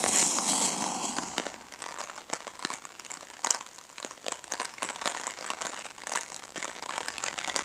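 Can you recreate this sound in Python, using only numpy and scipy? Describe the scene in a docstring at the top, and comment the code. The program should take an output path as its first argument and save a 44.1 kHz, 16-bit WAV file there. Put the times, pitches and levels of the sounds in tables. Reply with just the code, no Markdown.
"""Sharp crackling taps close to a small microphone, as of handling or stiff material crunching.
Each tap is a crack, a short ring and a low thump, made of fading sines and noise.
Fine crackle swells briefly around each strong tap, and a patter of light taps falls between them.
At first there is a rustling rush: dense noise and clicks, sent through resonances.
Soft steady background noise and a low rumble, both made of filtered noise, lie below."""
import sys
import numpy as np
from scipy import signal
from scipy.fft import rfft, irfft
from scipy.io import wavfile

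SR = 44100
rng = np.random.default_rng(int(sys.argv[2]) if len(sys.argv) > 2 else 0)


def file_out(sig):
    """Save sig as 16-bit WAV at sys.argv[1]."""
    # one column per channel
    cols = np.atleast_2d(sig).T
    # limit, then scale
    lim = np.clip(cols, -1, 1)
    pcm = np.round(lim * 32767).astype(np.int16)
    wavfile.write(sys.argv[1], SR, pcm)


N = 336924

# strong taps: start_s [s], ring_pitch_hz [Hz], ring_db [dB],
# crack_pitch_hz [Hz], crack_db [dB], thump_db [dB]
STRONG_TAPS = [(0.04, 600, -7, 6800, -18, -41), (0.0621, 810, -13, 5740, -26, -36),
               (0.16, 900, -31, 7500, -8, -34), (0.171, 860, -18, 7050, -14, -34),
               (0.1853, 2140, -24, 7270, -6, -40), (0.2274, 480, -9.5, 3740, -12, -16),
               (0.2036, 900, -31, 9000, -7, -36), (0.282, 980, -40, 4500, -17, -39),
               (0.3862, 800, -11.5, 4640, -17, -26), (0.4901, 870, -37, 7240, -14.5, -43),
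               (0.533, 910, -17.5, 3200, -22, -32), (0.614, 563, -15.5, 3500, -26, -32),
               (0.823, 500, -18, 6220, -14.5, -21), (0.8411, 720, -17, 5500, -16, -45),
               (1.167, 1240, -23.5, 4380, -19, -41), (1.1857, 1100, -12.5, 3270, -25, -18.5),
               (1.2342, 1190, -23.5, 4370, -25, -27), (1.3815, 457, -7, 3150, -11, -43),
               (1.3988, 470, -13, 3050, -24, -45), (1.4666, 640, -15.5, 3430, -52, -47),
               (1.5422, 480, -22, 3120, -52, -43), (1.6107, 566, -29, 3160, -42, -39),
               (1.7234, 1310, -29, 6020, -23, -43), (1.7382, 2000, -33, 5360, -22, -57),
               (1.821, 1110, -25, 8200, -13.5, -48), (1.8406, 1200, -21, 3240, -29, -50),
               (1.863, 1100, -21.0, 4600, -37, -42), (1.889, 1160, -23, 4760, -39, -50),
               (1.9096, 880, -26, 4550, -34, -34), (1.975, 1200, -27.5, 3770, -32, -48.5),
               (1.9864, 1140, -25, 6540, -30, -55), (1.9958, 1080, -36, 5140, -29, -55),
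               (2.0055, 1190, -22.5, 5800, -20, -49), (2.014, 1090, -23, 4770, -23, -53),
               (2.0382, 640, -25, 6370, -21, -40), (2.098, 1340, -28.5, 7270, -41, -56),
               (2.1627, 1150, -29.5, 5200, -27, -55), (2.1783, 1290, -27, 5220, -31, -50),
               (2.183, 1210, -26.5, 3150, -52, -49.5), (2.3, 700, -22, 4240, -41, -46),
               (2.3306, 1100, -19, 5350, -38, -23), (2.3351, 810, -14, 5400, -15, -33.5),
               (2.3364, 1090, -24, 7700, -19, -26.5), (2.3435, 1290, -37, 4390, -35, -41),
               (2.405, 1170, -26, 3540, -39, -55), (2.4691, 570, -20.5, 3100, -46, -61),
               (2.478, 1120, -23.5, 3280, -41, -60), (2.5927, 1100, -30, 7900, -21.5, -57),
               (2.626, 1020, -23.5, 4260, -25, -58), (2.65, 1810, -15, 4000, -11.5, -21.5),
               (2.703, 1070, -19, 3780, -24, -56), (2.716, 1130, -27, 4380, -40, -54),
               (2.7202, 1690, -27.5, 3900, -32, -47), (2.7314, 480, -24, 6850, -26, -42),
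               (2.738, 2170, -21, 6230, -18, -30), (2.8526, 1210, -26.5, 7100, -21.5, -38),
               (2.997, 1380, -28, 5670, -18.5, -53), (3.0494, 2820, -29, 5630, -25, -57),
               (3.064, 2780, -29.5, 6650, -24, -58), (3.1023, 1320, -28, 7340, -30, -54),
               (3.1078, 2220, -29, 7400, -23, -50), (3.1164, 915, -30, 7050, -17.5, -52),
               (3.14, 1060, -30, 7600, -21, -51), (3.172, 1350, -31, 4700, -24, -34),
               (3.2098, 1240, -34.5, 4220, -25, -53), (3.23, 685, -29, 3660, -37, -44),
               (3.3106, 990, -34, 8400, -31, -55.5), (3.3406, 1260, -33.5, 3680, -39, -57.5),
               (3.369, 1730, -33, 4380, -45, -57), (3.3928, 855, -31, 4220, -34, -52),
               (3.4466, 970, -14.5, 6820, -11, -37), (3.462, 2150, -26, 6260, -22, -32),
               (3.4708, 1000, -14, 4020, -9.5, -31), (3.5059, 1240, -19, 5800, -5, -48),
               (3.5079, 3080, -18.5, 5960, -4.5, -50), (3.5274, 1200, -51, 3940, -21, -49),
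               (3.5468, 1100, -22, 5300, -13, -46.0), (3.554, 860, -34, 4260, -26, -46.5),
               (3.6098, 1130, -28, 3000, -23, -57), (3.6648, 1400, -31, 3400, -25, -70),
               (3.7834, 1100, -33, 5510, -31, -61.0), (3.7874, 1130, -37, 3970, -24.5, -57),
               (3.8128, 1310, -34.5, 6100, -28, -56), (3.851, 845, -34, 3930, -41, -60),
               (3.8925, 1100, -40, 7700, -33, -60), (3.9001, 1100, -32.5, 5800, -32, -55),
               (3.9285, 1290, -40, 7000, -33, -60), (3.959, 2300, -40, 6500, -42, -62),
               (3.9828, 2390, -22, 4020, -49, -64), (4.001, 1150, -28, 7260, -24, -45),
               (4.0283, 1230, -27, 3850, -17.5, -57), (4.0476, 450, -18.5, 6900, -17, -49),
               (4.064, 810, -28, 6310, -32, -57), (4.1101, 1100, -30.5, 5950, -24, -54),
               (4.1773, 585, -33, 3120, -33, -51), (4.244, 480, -27, 6920, -49, -51),
               (4.265, 800, -19, 3270, -20, -43), (4.283, 575, -12.5, 3180, -16, -32),
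               (4.3202, 1100, -22.5, 7530, -19, -29), (4.3238, 920, -18, 3130, -25, -39),
               (4.442, 1070, -25.5, 8400, -25, -45), (4.5184, 1060, -27, 6190, -30.5, -40),
               (4.5217, 1060, -19, 6320, -9, -48), (4.537, 584, -16, 8100, -15, -42),
               (4.543, 1040, -22, 4530, -31, -39), (4.5997, 1030, -15, 4300, -21, -36),
               (4.6025, 593, -22, 4130, -33, -34), (4.6078, 706, -20, 4200, -22, -49),
               (4.6163, 1090, -25, 8300, -21, -46.5), (4.649, 1120, -28, 7600, -19, -56),
               (4.654, 990, -26, 5200, -18.5, -41), (4.739, 1070, -30, 5300, -23, -55),
               (4.783, 2220, -29.5, 4400, -42, -53), (4.823, 1100, -19.5, 5000, -25, -56),
               (4.8304, 686, -13, 9500, -12, -35.5), (4.84, 970, -26, 7900, -31, -31),
               (4.8477, 870, -20.5, 7780, -33, -51), (4.8495, 480, -28.0, 7720, -25, -27),
               (4.8891, 2030, -21, 3100, -40, -33), (4.8983, 710, -29, 8000, -26, -38),
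               (4.9018, 980, -19.5, 7650, -28, -35), (4.9067, 860, -21, 7900, -32, -52),
               (4.951, 1040, -35, 3600, -29, -41), (4.9603, 935, -24, 3530, -22, -48),
               (5.0159, 1150, -24, 3500, -27.5, -51), (5.0202, 1040, -24, 3550, -29, -50),
               (5.058, 690, -11.5, 3900, -14, -24), (5.0636, 715, -21, 3780, -36, -47),
               (5.0704, 690, -19.5, 3320, -22, -36), (5.0755, 1120, -10, 3300, -8.5, -25),
               (5.0778, 620, -19, 7000, -16.5, -35), (5.0988, 660, -29, 8550, -33, -49),
               (5.1188, 670, -26, 3930, -27.5, -41), (5.1212, 680, -21, 3400, -36, -39),
               (5.1486, 1060, -20, 4370, -30, -38), (5.1656, 950, -24.5, 3410, -28, -49),
               (5.1723, 1840, -20, 3530, -42, -42), (5.1985, 890, -23.5, 6700, -36, -54),
               (5.2135, 980, -27, 3360, -26, -47), (5.2359, 1940, -23.5, 5100, -29, -47.0),
               (5.2405, 1100, -26.5, 4910, -26, -44), (5.2692, 1060, -19.5, 7200, -17, -39),
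               (5.2771, 1070, -22, 7500, -27, -44), (5.3079, 2230, -28, 7160, -24, -55),
               (5.3881, 690, -25, 4070, -26, -40), (5.4102, 620, -21.5, 5000, -26, -39),
               (5.426, 570, -20.5, 4830, -30, -39), (5.444, 1370, -25, 6100, -32, -47),
               (5.45, 1660, -29, 3270, -38, -56.0), (5.464, 1670, -25, 7900, -19.5, -35),
               (5.478, 1720, -29, 3320, -30, -48.5), (5.503, 1110, -16.5, 2770, -11, -30),
               (5.508, 1730, -34, 3420, -31, -49), (5.513, 1060, -28, 3500, -33, -44),
               (5.535, 760, -19.5, 4070, -36, -34), (5.6135, 1040, -19.5, 7640, -26, -40),
               (5.6197, 740, -21, 2960, -19, -35), (5.6256, 1020, -27, 3030, -21, -47),
               (5.6513, 634, -17.5, 3340, -37, -29.5), (5.6565, 980, -20, 4060, -20, -32),
               (5.668, 1430, -24, 6530, -18.5, -53), (5.6717, 1730, -25, 6800, -29, -53),
               (5.693, 546, -25, 7900, -28, -33), (5.6965, 710, -25, 7070, -31, -43),
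               (5.7334, 1130, -23, 4130, -45, -42), (5.738, 760, -28.5, 3530, -45, -51.0),
               (5.745, 1900, -33, 6420, -44, -50.5), (5.761, 1390, -37, 3190, -46, -57.0),
               (5.7753, 1910, -26, 4910, -33, -48.5), (5.7899, 800, -25.5, 4870, -31, -47),
               (5.7932, 730, -33, 7550, -26, -53), (5.847, 2520, -27, 6300, -33, -60),
               (5.8547, 825, -28.5, 3380, -27, -52), (5.8622, 2580, -43, 3420, -31, -56),
               (5.9058, 2600, -40, 3180, -38, -63.5), (5.9826, 1000, -31, 3000, -26, -52),
               (6.036, 1000, -27, 4650, -31, -51), (6.0706, 1770, -21.5, 6250, -18, -51),
               (6.0948, 650, -23.5, 6500, -18.5, -40), (6.1194, 980, -20.5, 7000, -18, -38),
               (6.124, 940, -30, 6100, -18, -51), (6.1365, 755, -22, 5900, -12.5, -41),
               (6.153, 1320, -20, 4000, -21, -47), (6.158, 1010, -16.5, 6200, -15, -36),
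               (6.1661, 2170, -23.5, 7000, -20, -37), (6.1737, 1750, -19, 7700, -17, -50),
               (6.1934, 900, -31, 3770, -36, -44), (6.21, 1670, -35, 6140, -16, -53.5),
               (6.2332, 1390, -40, 6000, -26, -54.5), (6.32, 1020, -30, 7950, -29, -41),
               (6.3445, 890, -33, 4570, -21, -44), (6.3633, 1510, -36, 3900, -21, -46),
               (6.4378, 1430, -29, 3880, -29, -52), (6.5594, 630, -19.5, 3100, -33, -36),
               (6.5641, 1740, -25, 3180, -38, -43), (6.573, 1640, -22.5, 5900, -40, -34),
               (6.5765, 1750, -30, 5650, -31, -28), (6.5791, 840, -24, 7000, -28, -25),
               (6.627, 2200, -19, 6760, -24, -30), (6.645, 970, -19, 6260, -16.5, -46),
               (6.6537, 1210, -20, 3080, -32, -42), (6.6796, 513, -19, 3320, -41, -40.5),
               (6.6943, 530, -26, 3200, -43, -50), (6.6978, 1870, -27, 8090, -29, -49),
               (6.825, 970, -25, 5100, -21, -53), (6.8608, 980, -22.5, 3170, -22, -57),
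               (6.8933, 1150, -20, 3970, -37, -52), (6.9084, 1710, -21, 3100, -38, -51),
               (6.937, 1670, -21, 3120, -38, -44), (6.9565, 1160, -25, 3610, -31, -52),
               (6.96, 940, -32, 3120, -21, -47), (6.98, 1050, -12, 5300, -20, -28),
               (7.006, 990, -18, 3230, -38, -36), (7.0082, 560, -22, 3230, -33.5, -36),
               (7.0109, 920, -24, 3100, -34, -44.5), (7.0164, 590, -39, 3870, -42, -50),
               (7.06, 1460, -26.5, 8290, -22, -49), (7.084, 1720, -17, 4770, -10.5, -49.0),
               (7.1397, 1750, -25.5, 3330, -32, -55), (7.182, 2640, -23, 3150, -19, -33),
               (7.205, 1500, -33, 7000, -38, -50), (7.2275, 1200, -35, 4000, -35, -52),
               (7.2396, 1290, -19.5, 6660, -9.5, -49), (7.263, 2634, -20, 6600, -22.5, -52),
               (7.283, 2030, -15.5, 4770, -18.5, -55), (7.339, 965, -36, 3540, -35, -59.0),
               (7.3788, 1330, -21, 5220, -44, -57.0), (7.386, 2650, -26, 3100, -32, -53),
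               (7.3884, 2580, -18.5, 3060, -26, -39), (7.4137, 1530, -27, 3640, -32, -48.0),
               (7.421, 1920, -29, 3350, -30, -52.5), (7.446, 2200, -17, 3490, -38, -53),
               (7.476, 850, -21, 3520, -21, -32.5), (7.4826, 890, -20.5, 3200, -22, -31),
               (7.4975, 1930, -18, 3560, -16.5, -41), (7.5446, 895, -29, 4030, -39, -45.5),
               (7.5555, 1040, -19.5, 3400, -33, -47.0), (7.5621, 850, -10.5, 4700, -9, -35),
               (7.5697, 970, -23, 5750, -13, -55), (7.5926, 980, -14.5, 5500, -27, -41),
               (7.607, 1300, -24.5, 3240, -35, -47)]


def amp(db):
    """Turn decibels into a factor for the sound wave."""
    return 10 ** (np.asarray(db) / 20)


def rms_one(x):
    """Scale a sound to an average strength (RMS) of 1."""
    return x / np.sqrt(np.mean(x ** 2) + 1e-20)


def in_time(rows, silent_db=-90):
    """Draw lines between a table's levels, one value per sample; outside its times all is near silent."""
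    s, *columns = np.transpose(rows)
    t = np.arange(N) / SR
    return [np.interp(t, s, column, silent_db, silent_db) for column in columns]


def drift(rate_per_s, step=16):
    """Smooth random wandering with a spread of 1, drawn at every 16th sample."""
    r = np.exp(-2 * np.pi * rate_per_s * step / SR)
    noise = rng.standard_normal(N // step + 3000)
    slow = signal.lfilter([1], [1, -2 * r, r * r], noise)[2998:]   # skip the filter's start
    return np.interp(np.arange(N) / step, np.arange(len(slow)), rms_one(slow))


def resonance(x, hz, width_hz):
    """Let one band of pitches ring, as a springy body does; the gain at its peak is 1."""
    r = np.exp(-np.pi * width_hz / SR)
    feed = np.array([1, 0, -1]) * (1 - r * r) / 2
    return signal.lfilter(feed, [1, -2 * r * np.cos(2 * np.pi * hz / SR), r * r], x)


def filtered(x, order, hz, kind):
    """Keep only the pitches above a limit ("high"), below it ("low") or between two ("band")."""
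    return signal.sosfilt(signal.butter(order, hz, kind, fs=SR, output="sos"), x)


def background():
    """Soft steady noise of many pitches, with low bands of noise that swell and fade as a rumble."""
    # colour of the steady noise: pitch_hz [Hz], density_db [dB per Hz, relative]
    noise_colour = [(80, -33), (130, 4.5), (300, 7), (900, 4), (2500, 1.5), (6000, -5.5), (16000, -6)]
    # low rumble: start_s [s], level_db [dB]
    rumble_levels = [(0.05, -48), (0.34, -83), (1.2, -58), (1.7, -68.5), (3.7, -74), (5.0, -68.5),
                     (5.26, -70), (6.4, -69), (7.64, -62)]
    steady_db = -56
    hz, db = np.transpose(noise_colour)
    f = np.arange(N // 2 + 1) * SR / N + 1   # 1 Hz is added to avoid log(0)
    colour = amp(np.interp(np.log(f), np.log(hz), db))
    steady = irfft(rfft(rng.standard_normal(N)) * colour, N)
    steady_gain = amp(steady_db + drift(1) + 0.96 * drift(20))

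    white = rng.standard_normal(N)
    rumble = resonance(resonance(white, 57, 61), 150, 110)
    rumble += amp(-4.0) * resonance(white, 38, 91)
    rumble += amp(-3.0) * resonance(white, 70, 8.9)
    rumble_gain = amp(in_time(rumble_levels)[0])
    return steady_gain * rms_one(steady) + rumble_gain * rms_one(rumble)


def rush():
    """A rustling rush: dense noise with sharp clicks excites broad low and high resonances."""
    # strength of the rush: start_s [s], hiss_db [dB]
    rush_levels = [(0.0, -41), (0.2, -33), (0.43, -41), (0.49, -32.5), (0.56, -34.5), (0.66, -33),
                   (0.74, -39.5), (0.97, -43), (1.06, -37.5), (1.2, -46.5), (1.4, -51.5), (1.75, -80)]
    # low resonances: pitch_hz [Hz], width_hz [Hz], level_db [dB], change_db_per_s [dB per s]
    body_bands = [(211, 100, 3.5, 1), (545, 460, 4.5, -1.5), (800, 173, 5.5, 2.5), (1100, 250, -4.5, 6.5),
                  (1560, 220, -32.5, 18)]
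    # high resonances: pitch_hz [Hz], width_hz [Hz], level_db [dB], change_db_per_s [dB per s]
    hiss_bands = [(2200, 1000, -7, -0.5), (3300, 230, -3.5, -2.5), (3940, 410, -2, -8.5),
                  (4450, 470, -5.5, 2.5), (5240, 1060, -3, -1.5), (6800, 2300, -4, -0.5),
                  (8120, 1660, -3.5, -4)]
    body_start_db, body_follows = -33, 0.3   # the body swings less than the hiss
    body_ends_s, body_fade_db_per_s = 0.9, -15.5
    finest_start_db, finest_db_per_s = 3.5, -8.5   # over the hiss; the rush grows duller
    patchy_db, patchy_per_s = 1.5, 4   # each high resonance comes and goes
    clicks_per_s, click_db = 350, 18

    hiss_db, = in_time(rush_levels)
    t = np.arange(N) / SR
    fade_db = body_fade_db_per_s * np.maximum(t - body_ends_s, 0)
    body_db = body_start_db + body_follows * (hiss_db - rush_levels[0][1]) + fade_db
    finest_db = hiss_db + finest_start_db + finest_db_per_s * t

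    rustle = rng.standard_normal(N) * amp(2.5 * drift(400) + 1.5 * drift(40))
    clicks = rng.random(N) < clicks_per_s / SR
    rustle += amp(click_db + 1.33 * rng.standard_normal(N)) * clicks

    change_s = np.minimum(t, 2)   # the colour stops changing after 2 s
    body, hiss = np.zeros(N), np.zeros(N)
    # neighbouring bands have opposite signs
    for k, (hz, width_hz, db, db_per_s) in enumerate(body_bands):
        gain = (-1) ** k * amp(db + db_per_s * change_s)
        body += gain * resonance(rustle, hz, width_hz) / np.sqrt(width_hz)
    for k, (hz, width_hz, db, db_per_s) in enumerate(hiss_bands):
        gain = (-1) ** k * amp(db + db_per_s * change_s + patchy_db * drift(patchy_per_s))
        hiss += gain * resonance(rustle, hz, width_hz)
    finest = rms_one(filtered(rustle, 2, [8300, 10500], "band"))
    finest = finest + amp(2) * rms_one(filtered(rustle, 4, 11500, "high"))
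    return amp(body_db) * rms_one(body) + amp(hiss_db) * rms_one(hiss) + amp(finest_db) * finest


def taps(s, pitch_hz, ring_db, crack_hz, crack_db, thump_db, size=1024, count=3, damped=1):
    """Taps made of a crack of noise, fading ring tones and a thump, which start with a fall in pressure."""
    # tones of the ring: multiple [times the ring pitch], level_db [dB]
    ring_tones = [(1.0, -7), (1.5, -14), (2.0, -19), (3.1, -33.5)]
    # times to fade by 60 dB, ahead of the factor "damped"
    crack_t60_s, ping_t60_s, ring_t60_s, thump_t60_s = .0015, .005, .012, .012
    rise_s = 0.000092
    short_below_hz = 1100   # rings lower than this fade sooner
    snap_s, snap_db = .00005, -2   # first sharp fall in pressure: time to its peak, height against the ring
    thump_centre_hz, thump_spread = 360, .3   # the spread is a share of the pitch, from lowest to highest
    earliest_s, latest_s, part_db = -.0008, .002, -13   # each tap comes in parts

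    t = np.arange(size) / SR
    luck = rng.standard_normal((len(s), size + 2 * len(ring_tones)))
    parts = rng.random((len(s), 2 * count))

    def dying(t60_s):
        return amp(-60 * t / (t60_s * damped))

    def col(values):   # one row per tap
        return np.asarray(values)[:, None]

    # crack: a burst of noise and a very short ping
    grit = np.diff(luck[:, :size + 1]) * (1 - np.exp(-t / rise_s)) * dying(crack_t60_s)
    grit = grit / np.abs(grit).max(axis=1, keepdims=True)
    ping = np.sin(2 * np.pi * col(crack_hz) * t) * dying(ping_t60_s)
    shape = amp(col(crack_db)) * (grit - amp(-9.5) * ping)

    length = np.minimum(col(pitch_hz) / short_below_hz, 1)
    for k, (multiple, tone_db) in enumerate(ring_tones):
        detune = 1 + 0.35 * luck[:, -1 - k]   # no two taps are tuned alike
        hz = col(pitch_hz * (1 + (multiple - 1) * detune))
        gain = amp(col(ring_db + tone_db + 2 * luck[:, size + k]))
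        shape -= gain * dying(ring_t60_s * length / multiple) * np.sin(2 * np.pi * hz * t)
    shape -= amp(col(ring_db + snap_db)) * t / snap_s * np.exp(1 - t / snap_s)
    shape = filtered(shape, 2, [300, 14500], "band")   # no bass and a soft top

    thump_hz = thump_centre_hz * col(1 + thump_spread * (parts[:, 0] - .5))
    shape -= amp(col(thump_db)) * dying(thump_t60_s) * np.sin(2 * np.pi * thump_hz * t)

    # weaker parts around the main one colour each tap in its own way; turning phases delays a part
    lead = 128   # samples of room for the early parts
    turn = -2j * np.pi * np.arange(size // 2 + 1) / size
    copies = np.exp(turn * lead)
    for k in range(count):
        lag = lead + np.round(SR * (earliest_s + (latest_s - earliest_s) * parts[:, k]))
        gain = amp(col(part_db + 10 * (parts[:, count + k] - .5)))
        copies = copies + gain * np.exp(turn * col(lag))
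    shape = irfft(rfft(shape) * copies, size)

    out = np.zeros(N + size + lead)
    for start, one in zip(np.round(np.asarray(s) * SR).astype(int), shape):
        out[start:start + size] += one
    return out[lead:N + lead]


def light_taps():
    """Light taps come at random, in clumps; many ring at the pitch of the next strong tap."""
    # patter of light taps: start_s [s], ring_db [dB], crack_db [dB]
    patter = [(1.1, -38, -40), (1.41, -35.5, -66), (1.63, -47, -48), (1.9, -40, -40), (2.28, -44, -67),
              (2.45, -41.5, -46), (2.85, -44.5, -54), (3.54, -45.5, -38), (3.9, -61, -46.5),
              (4.4, -42.5, -48.5), (4.89, -44.5, -52), (5.15, -40.5, -45), (5.62, -38, -52),
              (6.04, -41, -42), (6.18, -38.5, -32.5), (6.4, -43, -43), (6.9, -35.5, -48), (7.64, -32, -56)]
    taps_per_s = 180   # typical rate, around which the clumps vary
    lowest_crack_hz, highest_crack_hz = 3350, 8500
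    thump_under_ring_db, thump_db_per_s = -21.5, 2   # the thump grows against the ring as time goes on

    ring_db, crack_db = in_time(patter)
    at = np.flatnonzero(rng.random(N) < taps_per_s * amp(2 * drift(15)) / SR)
    luck = rng.random((len(at), 6))
    size_db = -5.5 * np.log(np.maximum(luck[:, 0], .12))   # few of them are loud

    s, strong_hz = np.transpose(STRONG_TAPS)[:2]
    nearby_hz = strong_hz[np.minimum(np.searchsorted(s, at / SR), len(s) - 1)]
    other_hz = 500 * 5.17 ** luck[:, 2]
    pitch_hz = np.where(luck[:, 1] < .6, nearby_hz, other_hz)
    crack_hz = lowest_crack_hz + (highest_crack_hz - lowest_crack_hz) * luck[:, 5]

    one_crack_db = crack_db[at] + size_db + 8 * (luck[:, 3] - .5)
    thump_db = ring_db[at] + thump_under_ring_db + thump_db_per_s * at / SR
    thump_db = thump_db + size_db + 8 * (luck[:, 4] - .5)
    # light taps are drier: they fade sooner and come in fewer parts
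    return taps(at / SR, pitch_hz, ring_db[at] + size_db, crack_hz, one_crack_db, thump_db,
                size=512, count=1, damped=0.36)


def strong_taps(count=12):
    """Strong taps, each amid fine crackle: random clicks through bands near the pitches of the tap."""
    fade_t60_s, lead_in_t60_s = 0.26, 0.045   # crackle swells briefly before a tap and dies away after it
    s, pitch_hz, ring_db, crack_hz, crack_db, thump_db = np.transpose(STRONG_TAPS)
    hits = taps(s, pitch_hz, ring_db, crack_hz, crack_db, thump_db)

    # the strength of the crackle follows the hits, smoothed forwards and backwards in time
    after, before = amp(-60 / (fade_t60_s * SR)), amp(-60 / (lead_in_t60_s * SR))
    strength = signal.lfilter([1 - after], [1, -after], np.abs(hits))
    lead_in = signal.lfilter([1 - before], [1, -before], np.abs(hits)[::-1])[::-1]
    strength += amp(-7.5) * lead_in

    click_db = 6 * np.minimum(rng.exponential(1, N), 3)
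    clicks = -amp(click_db) * (rng.random(N) < 900 / SR)   # about 900 per second
    latest = np.maximum(np.searchsorted(s * SR, np.arange(N)) - 1, 0)   # latest strong tap

    def ringing(tap_hz, bands_hz, width_hz):
        """Send the clicks through the band nearest in pitch to the latest strong tap."""
        nearest = np.argmin(np.abs(np.log(tap_hz[:, None] / bands_hz)), axis=1)[latest]
        return sum(resonance(clicks * (nearest == k) + 1e-18, hz, width_hz)
                   for k, hz in enumerate(bands_hz))

    ring = ringing(pitch_hz, np.geomspace(480, 2900, count), 150)
    fizz = ringing(crack_hz, np.geomspace(3000, 8500, count), 300)
    broad = resonance(resonance(clicks, 400, 980), 610, 4300)
    broad = broad + amp(-13.0) * resonance(clicks, 5500, 4900)
    crackle = amp(-5.5) * rms_one(ring) + amp(-10) * rms_one(fizz) + amp(-0.5) * rms_one(broad)
    return hits + strength * crackle


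def close_echoes(x):
    """Dense random echoes, fading fast, add a short tail and a fine ripple to the colour."""
    echo_t60_s, echo_db = .04, -15
    first = 40   # samples ahead of the first echo
    t = np.arange(first, 3000) / SR
    echoes = rng.standard_normal(len(t)) * amp(-60 * t / echo_t60_s)
    echoes = np.r_[np.zeros(first), echoes / np.linalg.norm(echoes)]
    return x + amp(echo_db) * signal.fftconvolve(x, echoes)[:N]


def wandering_colour(x, count=40):
    """Narrow bands gain and lose slowly, each by its own random drift."""
    wander_db, wander_per_s = 2.5, 4   # how far and how fast the colour wanders
    wander = np.zeros(N)
    for hz in np.geomspace(450, 11000, count):
        gain = amp(wander_db * np.clip(drift(wander_per_s), -2, 1.2))
        wander += (gain - 1) * resonance(x, hz, hz / 16)
    return x + wander


def scene():
    """Taps and rush share close echoes and a wandering colour; the background is added to them."""
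    near = wandering_colour(close_echoes(strong_taps() + light_taps() + rush()))
    near = filtered(near, 4, 170, "high")   # the close sounds have no deep bass
    return (near + background())[None]


def record(dry):
    """A resonance lifts the treble, which falls steeply above it; faint hiss joins and the top is cut."""
    treble_hz, treble_width_hz, treble_db = 7300, 1900, 3
    air_db = -28.5   # what still passes above the steep fall
    cutoff_hz = 16300
    x = dry + amp(treble_db) * resonance(dry, treble_hz, treble_width_hz)
    x = amp(air_db) * x + filtered(x, 4, 8800, "low")
    x = x + amp(-67) * rng.standard_normal(x.shape)   # hiss
    x = 1.1 * np.tanh(x / 1.1)   # round the highest peaks
    return signal.sosfilt(signal.cheby2(12, 60, cutoff_hz, fs=SR, output="sos"), x)


dry = scene()
out = record(dry)
file_out(out)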